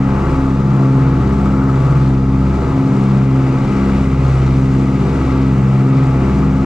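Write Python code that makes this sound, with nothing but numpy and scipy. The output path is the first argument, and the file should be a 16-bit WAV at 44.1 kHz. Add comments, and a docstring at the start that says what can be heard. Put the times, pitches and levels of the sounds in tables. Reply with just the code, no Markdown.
"""Old three-engined aeroplane at cruise

We sit in the cabin. Three nine-cylinder radial engines with two-blade propellers turn at slightly different
speeds, so their tones (sums of sine waves) beat together in a slow, uneven throb.
Shaped noise makes the rest: firings rumble in the hull, exhaust rasps, metal clatters, air hisses past the window.
Faint gear tones sing along, gusts lift the roar, and a loose fitting buzzes now and then."""
import sys
import numpy as np
from scipy import signal
from scipy.fft import rfft, irfft, next_fast_len
from scipy.io import wavfile
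from scipy.ndimage import uniform_filter1d, minimum_filter1d

SR = 44100
rng = np.random.default_rng(int(sys.argv[2]) if len(sys.argv) > 2 else 0)


def transcribe(signal):
    """Save signal, clipped to [-1, 1], as a 16-bit WAV file at the path in sys.argv[1]."""
    frames = np.atleast_2d(signal).T
    limited = np.clip(frames, -1, 1)
    pcm = np.round(limited * 32767).astype(np.int16)
    wavfile.write(sys.argv[1], SR, pcm)


N = 293265
TIME = np.arange(N) / SR  # seconds
LEFT_RIGHT = np.array([[1], [-1]])  # adds the side signal on the left, subtracts it on the right


def undb(db):
    """Turn decibels into a gain."""
    return 10 ** (np.asarray(db) / 20)


def unit(x):
    """Scale to an rms of 1."""
    return x / np.sqrt(np.mean(x ** 2))


def curve(table):
    """Draw straight lines through a (time, level) table, sample by sample."""
    s, db = np.transpose(table)
    return np.interp(TIME, s, db)


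def gain_at(hz, spectrum):
    """Read the gain of a (frequency, level) table at the given frequencies."""
    f, db = np.transpose(spectrum)
    return undb(np.interp(np.log(hz + 1e-9), np.log(f), db))


def frequency_grid():
    """Give a fast transform size and the frequencies it holds."""
    size = next_fast_len(N, real=True)
    return size, np.arange(size // 2 + 1) * SR / size


def colour(x, spectrum):
    """Filter a sound by a (frequency, level) table, without delay."""
    size, hz = frequency_grid()
    return irfft(rfft(x, size) * gain_at(hz, spectrum), size)[..., :N]


def walk(rate):
    """Wander smoothly at random, with a spread near 1 and `rate` new targets a second."""
    k = int(SR / rate)
    steps = rng.standard_normal(1024)
    held = steps[np.arange(N) // k % len(steps)]
    return uniform_filter1d(held, k) * np.sqrt(3 / 2)  # smoothing joins the steps with straight lines


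def bursts(cycles, sharp):
    """Swell smoothly once a cycle, with an rms of 1."""
    return unit(np.exp(sharp * np.cos(2 * np.pi * cycles)))


# How different the two ears are: side signal against middle signal. Columns: f/Hz, level/dB
WIDTH = [(60, -37), (130, -30), (260, -24.5), (500, -12), (1000, -10.5), (2000, -9.5), (4000, -11),
         (8000, -4), (11000, -12)]


def diffuse(envelope, spectrum):
    """Turbulence: shaped noise, nearly the same at both ears when low and less alike higher up."""
    mid, side = colour(rng.standard_normal((2, N)) * envelope, spectrum)
    return (mid + LEFT_RIGHT * colour(side, WIDTH)) / np.std(mid)


# One row an engine; the hunt is a slow swing in speed, the sag a slow loss of speed.
# Columns: starting shaft speed f/Hz, sag if left to settle f/Hz, hunt size f/Hz, fastest point of the hunt t/s
ENGINES = [(33.301, .622, 0, 0), (33.526, .693, .017, .4), (33.86, .808, .019, 2.8)]


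def shaft_speeds(settle_s=8, hunt_period_s=2.75):
    """Each shaft eases towards a lower cruising speed; two also hunt slightly about that course."""
    settled = 1 - np.exp(-TIME / settle_s)
    speeds = []
    for hz, sag_hz, hunt_hz, s in ENGINES:
        hunt = hunt_hz * np.cos(2 * np.pi * (TIME - s) / hunt_period_s)
        speeds.append(hz - sag_hz * settled + hunt)
    return speeds


# Each engine's way into the cabin, through a panel that resonates.
# Columns: head start/turns, panel resonance f/Hz, resonance width f/Hz
PATHS = [(0, 213, 72.5), (.039, 198, 15), (.77, 164, 25)]
# The tones of the engines. Even multiples are blade passes, 4.5 is the firing rate,
# other halves come from unequal cylinders.
# Columns: multiple of shaft speed, first engine level/dB, second engine level/dB, third engine level/dB
PARTIALS = [ (1, -39, -58.5, -34), (1.5, -47, -47.5, -47), (2, -21.5, -25, -26), (2.5, -42.5, -48.5, -41.5),
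            (3, -44.5, -44.5, -49), (3.5, -27.5, -43.5, -49), (4, -15, -19.5, -43.5), (4.5, -26, -48, -25),
            (5, -51.5, -33, -52.5), (5.5, -44, -45.5, -31.5), (6, -20.5, -23, -41.5),
            (6.5, -51, -38, -38.5), (7, -35, -50.5, -43.5), (7.5, -35.5, -39.5, -44.5),
            (8, -25, -21, -32.5), (8.5, -37.5, -57, -41), (9, -52.5, -41.5, -36.5), (9.5, -49.5, -44, -41),
            (10, -41.5, -33, -40.5), (10.5, -37, -37, -44), (11, -58, -43, -47), (11.5, -35, -57, -46),
            (12, -34, -35, -55.5), (12.5, -58.5, -55, -50.5), (14, -57, -37, -49.5),
            (14.5, -54, -52.5, -42.5), (16, -39, -46.5, -56.5), (18, -49.5, -45.5, -59),
            (20, -40, -57.5, -59.5), (22, -48.5, -44, -57.5), (24, -50.5, -47, -57.5),
            (28, -49, -51.5, -54.5), (30, -50, -50.5, -60.5)]


def drone(speeds, turns, blade_waver=0.12, firing_waver=0.31, waver_hz=7):
    """Three like engines sound the same partials; each panel delays what lies above its resonance."""
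    out = np.zeros((2, N))
    starts = rng.uniform(0, 2 * np.pi, 64)
    for order, *levels in PARTIALS:
        # unequal cylinders swing the shaft speed: half orders sit a quarter cycle from the nearest blade partial
        start = starts[round(order)] + np.pi * (order % 1)
        wave = 0
        for speed, turn, db, (_, panel_hz, width) in zip(speeds, turns, levels, PATHS):
            hz = order * speed.mean()
            lag = 2 * np.arctan2(hz * width, panel_hz ** 2 - hz ** 2)
            angle = (2 * np.pi * (order * turn % 1) + start - lag).astype(np.float32)
            wave = wave + float(undb(db)) * (np.cos(angle) + 1j * np.sin(angle))
        # combustion varies by a set amount; high blade partials waver more than low ones
        depth = blade_waver * np.sqrt(order / 10) if order % 2 == 0 else firing_waver
        wave = wave * (1 + depth * (walk(waver_hz) + 1j * walk(waver_hz)))
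        turned = wave * np.exp(2j * np.pi * rng.random())  # a random phase for the side signal
        out += wave.real + LEFT_RIGHT * gain_at(hz, WIDTH) * turned.real
    return np.sqrt(2) * out


def ring(turns, level_db, waver=0.05, waver_hz=22):
    """A clear tone at 26 times the first shaft's speed, probably an accessory gear."""
    wobble = 1 + waver * (walk(waver_hz) + 1j * walk(waver_hz))
    tone = wobble * np.exp(2j * np.pi * 26 * turns[0])
    return np.sqrt(2) * undb(level_db) * (tone.real + LEFT_RIGHT * undb(-17) * tone.imag)


def whine(hz=4830, peak_db=-59, smear_cycles=0.16):
    """A faint gear tone, smeared by a random phase of its own at each ear."""
    ears = [np.sin(2 * np.pi * (hz * TIME + smear_cycles * walk(140))) for _ in range(2)]
    return undb(peak_db) * np.array(ears)


# Tone colour of the hull's rumble. Columns: f/Hz, level/dB (per Hz, relative)
HULL = [(15, -27), (28, -8), (48, 1), (90, -8), (150, -2.5), (260, 1), (350, -1), (430, -1.5), (500, -3.5),
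        (620, -9), (1000, -13), (2000, -66)]


def rumble(turns, db=-27, sharp=1.0):
    """The chance part of each firing shakes the hull: nine firings in every two turns."""
    firing_power = sum(bursts(turn * 9 / 2, sharp) ** 2 for turn in turns)
    return undb(db) * diffuse(np.sqrt(firing_power), HULL)


# Tone colour of the exhaust. Columns: f/Hz, level/dB (per Hz, relative)
EXHAUST = [(300, -20.5), (600, -7.5), (780, -6), (980, -6), (1200, 1.5), (1340, -1), (1480, -9.5),
           (1750, -13.5), (2600, -26.5), (6000, -58.5)]
# Course of the rasp before its trim and the gusts; the ring follows it too. Columns: t/s, level/dB
RASP_LEVEL = [(0, -28), (1.2, -30.5), (1.75, -29.5), (2.25, -32), (3.3, -32), (4.8, -33.5), (6.65, -30.5)]


def rasp(turns, level_db, trim_db=1.54, blade_sharp=0.12, pair_sharp=0.14, flicker_db=0.17):
    """Exhaust gas, chopped two and four times a turn by the wash of the nearest propeller."""
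    chop = bursts(2 * turns[0], blade_sharp) * bursts(4 * turns[0], pair_sharp)
    flicker = undb(flicker_db * walk(25))
    return undb(level_db + trim_db) * diffuse(chop * flicker, EXHAUST)


# Tone colour of the clatter. Columns: f/Hz, level/dB (per Hz, relative)
CLATTER = [(900, -25), (1500, 1), (1800, -8.5), (1980, 4.5), (2150, 0), (2320, 2), (2500, -3), (2800, -4),
           (3200, -13.5), (5000, -30.5), (9000, -59)]
# Course of the clatter before its trim and the gusts. Columns: t/s, level/dB
CLATTER_LEVEL = [(0, -38.5), (.8, -41.5), (2.2, -41), (3.1, -40), (3.7, -37.5), (4.8, -39), (6.65, -39)]


def clatter(turns, level_db, trim_db=0.5, sharp=0.19, flicker_db=0.35):
    """Valve gear and thin metal skin buzz twice a turn in step with the second engine."""
    flicker = undb(flicker_db * walk(30))
    return undb(level_db + trim_db) * diffuse(bursts(2 * turns[1], sharp) * flicker, CLATTER)


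# Tone colour of the air at the window. Columns: f/Hz, level/dB (per Hz, relative)
SLIPSTREAM = [(1000, -16), (3000, 1), (3800, 3), (4500, 0.5), (5600, -1.5), (6600, -3), (7700, -5),
              (8200, -11.5), (9300, -13), (10500, -18.5), (12200, -20.5), (13500, -31), (15000, -41)]


def slipstream(turns, gust_db, db=-45.5, sharp=0.087, flutter_hz=17.0, flutter=0.095, drift_db=0.56):
    """Air hisses at the window edge, pulsing with the blades and fluttering; its colour drifts."""
    flap = bursts(flutter_hz * TIME + 0.62 * walk(3.2), flutter)
    air = diffuse(bursts(2 * turns[0], sharp) * flap, SLIPSTREAM)
    low = colour(air, [(4500, 1.5), (7000, -15.0)])
    high = air - low
    # low and high parts drift in level separately
    drifting = low * undb(drift_db * walk(7.6)) + high * undb(drift_db * walk(9))
    return undb(db + gust_db) * drifting


# Gusts swell the slipstream and press the roar against the cabin; a negative rise is a lull.
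# Columns: middle t/s, half-length t/s, rise level/dB
GUSTS = [(1.42, 0.061, 0.1), (1.884, .12, 2), (2.78, .18, -0.5), (3.88, 0.17, 0.5), (4.35, 0.44, 3.5),
         (5.312, 0.2, 1.5), (6.304, 0.11, 0.5)]


def gusts():
    """Each gust is a smooth rise and fall in dB."""
    return sum(db * np.exp(-((TIME - s) / length_s) ** 2) for s, length_s, db in GUSTS)


# Brief buzzes of a loose fitting. Columns: t/s, level/dB
RATTLES = [(1.541, -28.5), (1.621, -21), (1.696, -21.5), (2.422, -22), (3.895, -24), (4.288, -28)]


def rattles(hz=1260, length_s=.004, smear_cycles=0.22):
    """A loose fitting buzzes for an instant: a short swell of a tone with a wandering phase."""
    envelope = sum(undb(db) * np.exp(-((TIME - s) / length_s) ** 2) for s, db in RATTLES)
    return np.sqrt(2) * envelope * np.sin(2 * np.pi * (hz * TIME + smear_cycles * walk(400)))


def reflections(x, db=-13.0, count=8):
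    """Window frame and walls return the roar within 1 to 12.5 ms and ripple its spectrum."""
    lags = rng.integers(SR // 1000, SR // 80, count)
    signs = rng.choice([-1, 1], count)
    echoes = sum(sign * np.roll(x, lag, axis=-1) for sign, lag in zip(signs, lags)) / np.sqrt(count)
    return (x + undb(db) * echoes) / np.sqrt(1 + undb(db) ** 2)


# How much louder the left ear is than the right. Columns: f/Hz, level/dB
LEAN = [(60, -0.5), (260, 1.24), (600, 1.5), (1200, 4), (2200, 3), (4000, 3.5), (5800, 1.4), (7500, 5),
        (8700, 9.5), (10500, 0), (14000, 2.5)]
# How far the left ear leads the right; negative means it lags. Columns: f/Hz, phase/radians
LEAD = [(0, 0.04), (860, -0.52), (1720, -0.6), (2760, -0.77)]


def microphones(x):
    """Two microphones hear the cabin with level and phase differences that depend on pitch."""
    size, hz = frequency_grid()
    f, radians = np.transpose(LEAD)
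    ratio = np.log(gain_at(hz, LEAN)) + 1j * np.interp(hz, f, radians)
    # each side takes half of the difference
    return irfft(rfft(x, size) * np.exp(LEFT_RIGHT * ratio / 2), size)[:, :N]


def scene():
    """The shafts drive most sources, and gusts lift the roar; the treble leans to the left."""
    speeds, gust_db = shaft_speeds(), gusts()
    turns = [np.cumsum(speed) / SR + path[0] for speed, path in zip(speeds, PATHS)]
    exhaust_db = curve(RASP_LEVEL)
    # the ring starts 3.5 dB below the rasp's course and sinks 0.12 dB a second further
    ring_db = exhaust_db - 3.5 - 0.12 * TIME
    tones = drone(speeds, turns) + ring(turns, ring_db) + whine()
    # rasp and clatter rise by only part of each gust
    roar = rasp(turns, exhaust_db + 0.61 * gust_db)
    roar = roar + clatter(turns, curve(CLATTER_LEVEL) + 0.67 * gust_db)
    roar = roar + slipstream(turns, gust_db) + rattles()
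    return microphones(tones + rumble(turns) + reflections(roar))


def record(dry, drive_db=-0.28, ceiling_db=-2.0, top_hz=15100):
    """A limiter holds the peaks down, the ends fade over 4 ms, and a steep filter cuts the top."""
    x = dry * undb(drive_db)
    hold = SR // 14  # samples
    loudest = np.abs(x).max(axis=0)
    peak = -minimum_filter1d(-loudest, hold)  # the largest value nearby
    gain = uniform_filter1d(np.minimum(1, undb(ceiling_db) / peak), hold)
    fade = np.clip(np.minimum(TIME, TIME[-1] - TIME) / .004, 0, 1)
    top_cut = signal.ellip(8, .2, 70, top_hz, fs=SR, output="sos")
    return signal.sosfilt(top_cut, x * gain * fade)


dry = scene()
out = record(dry)
transcribe(out)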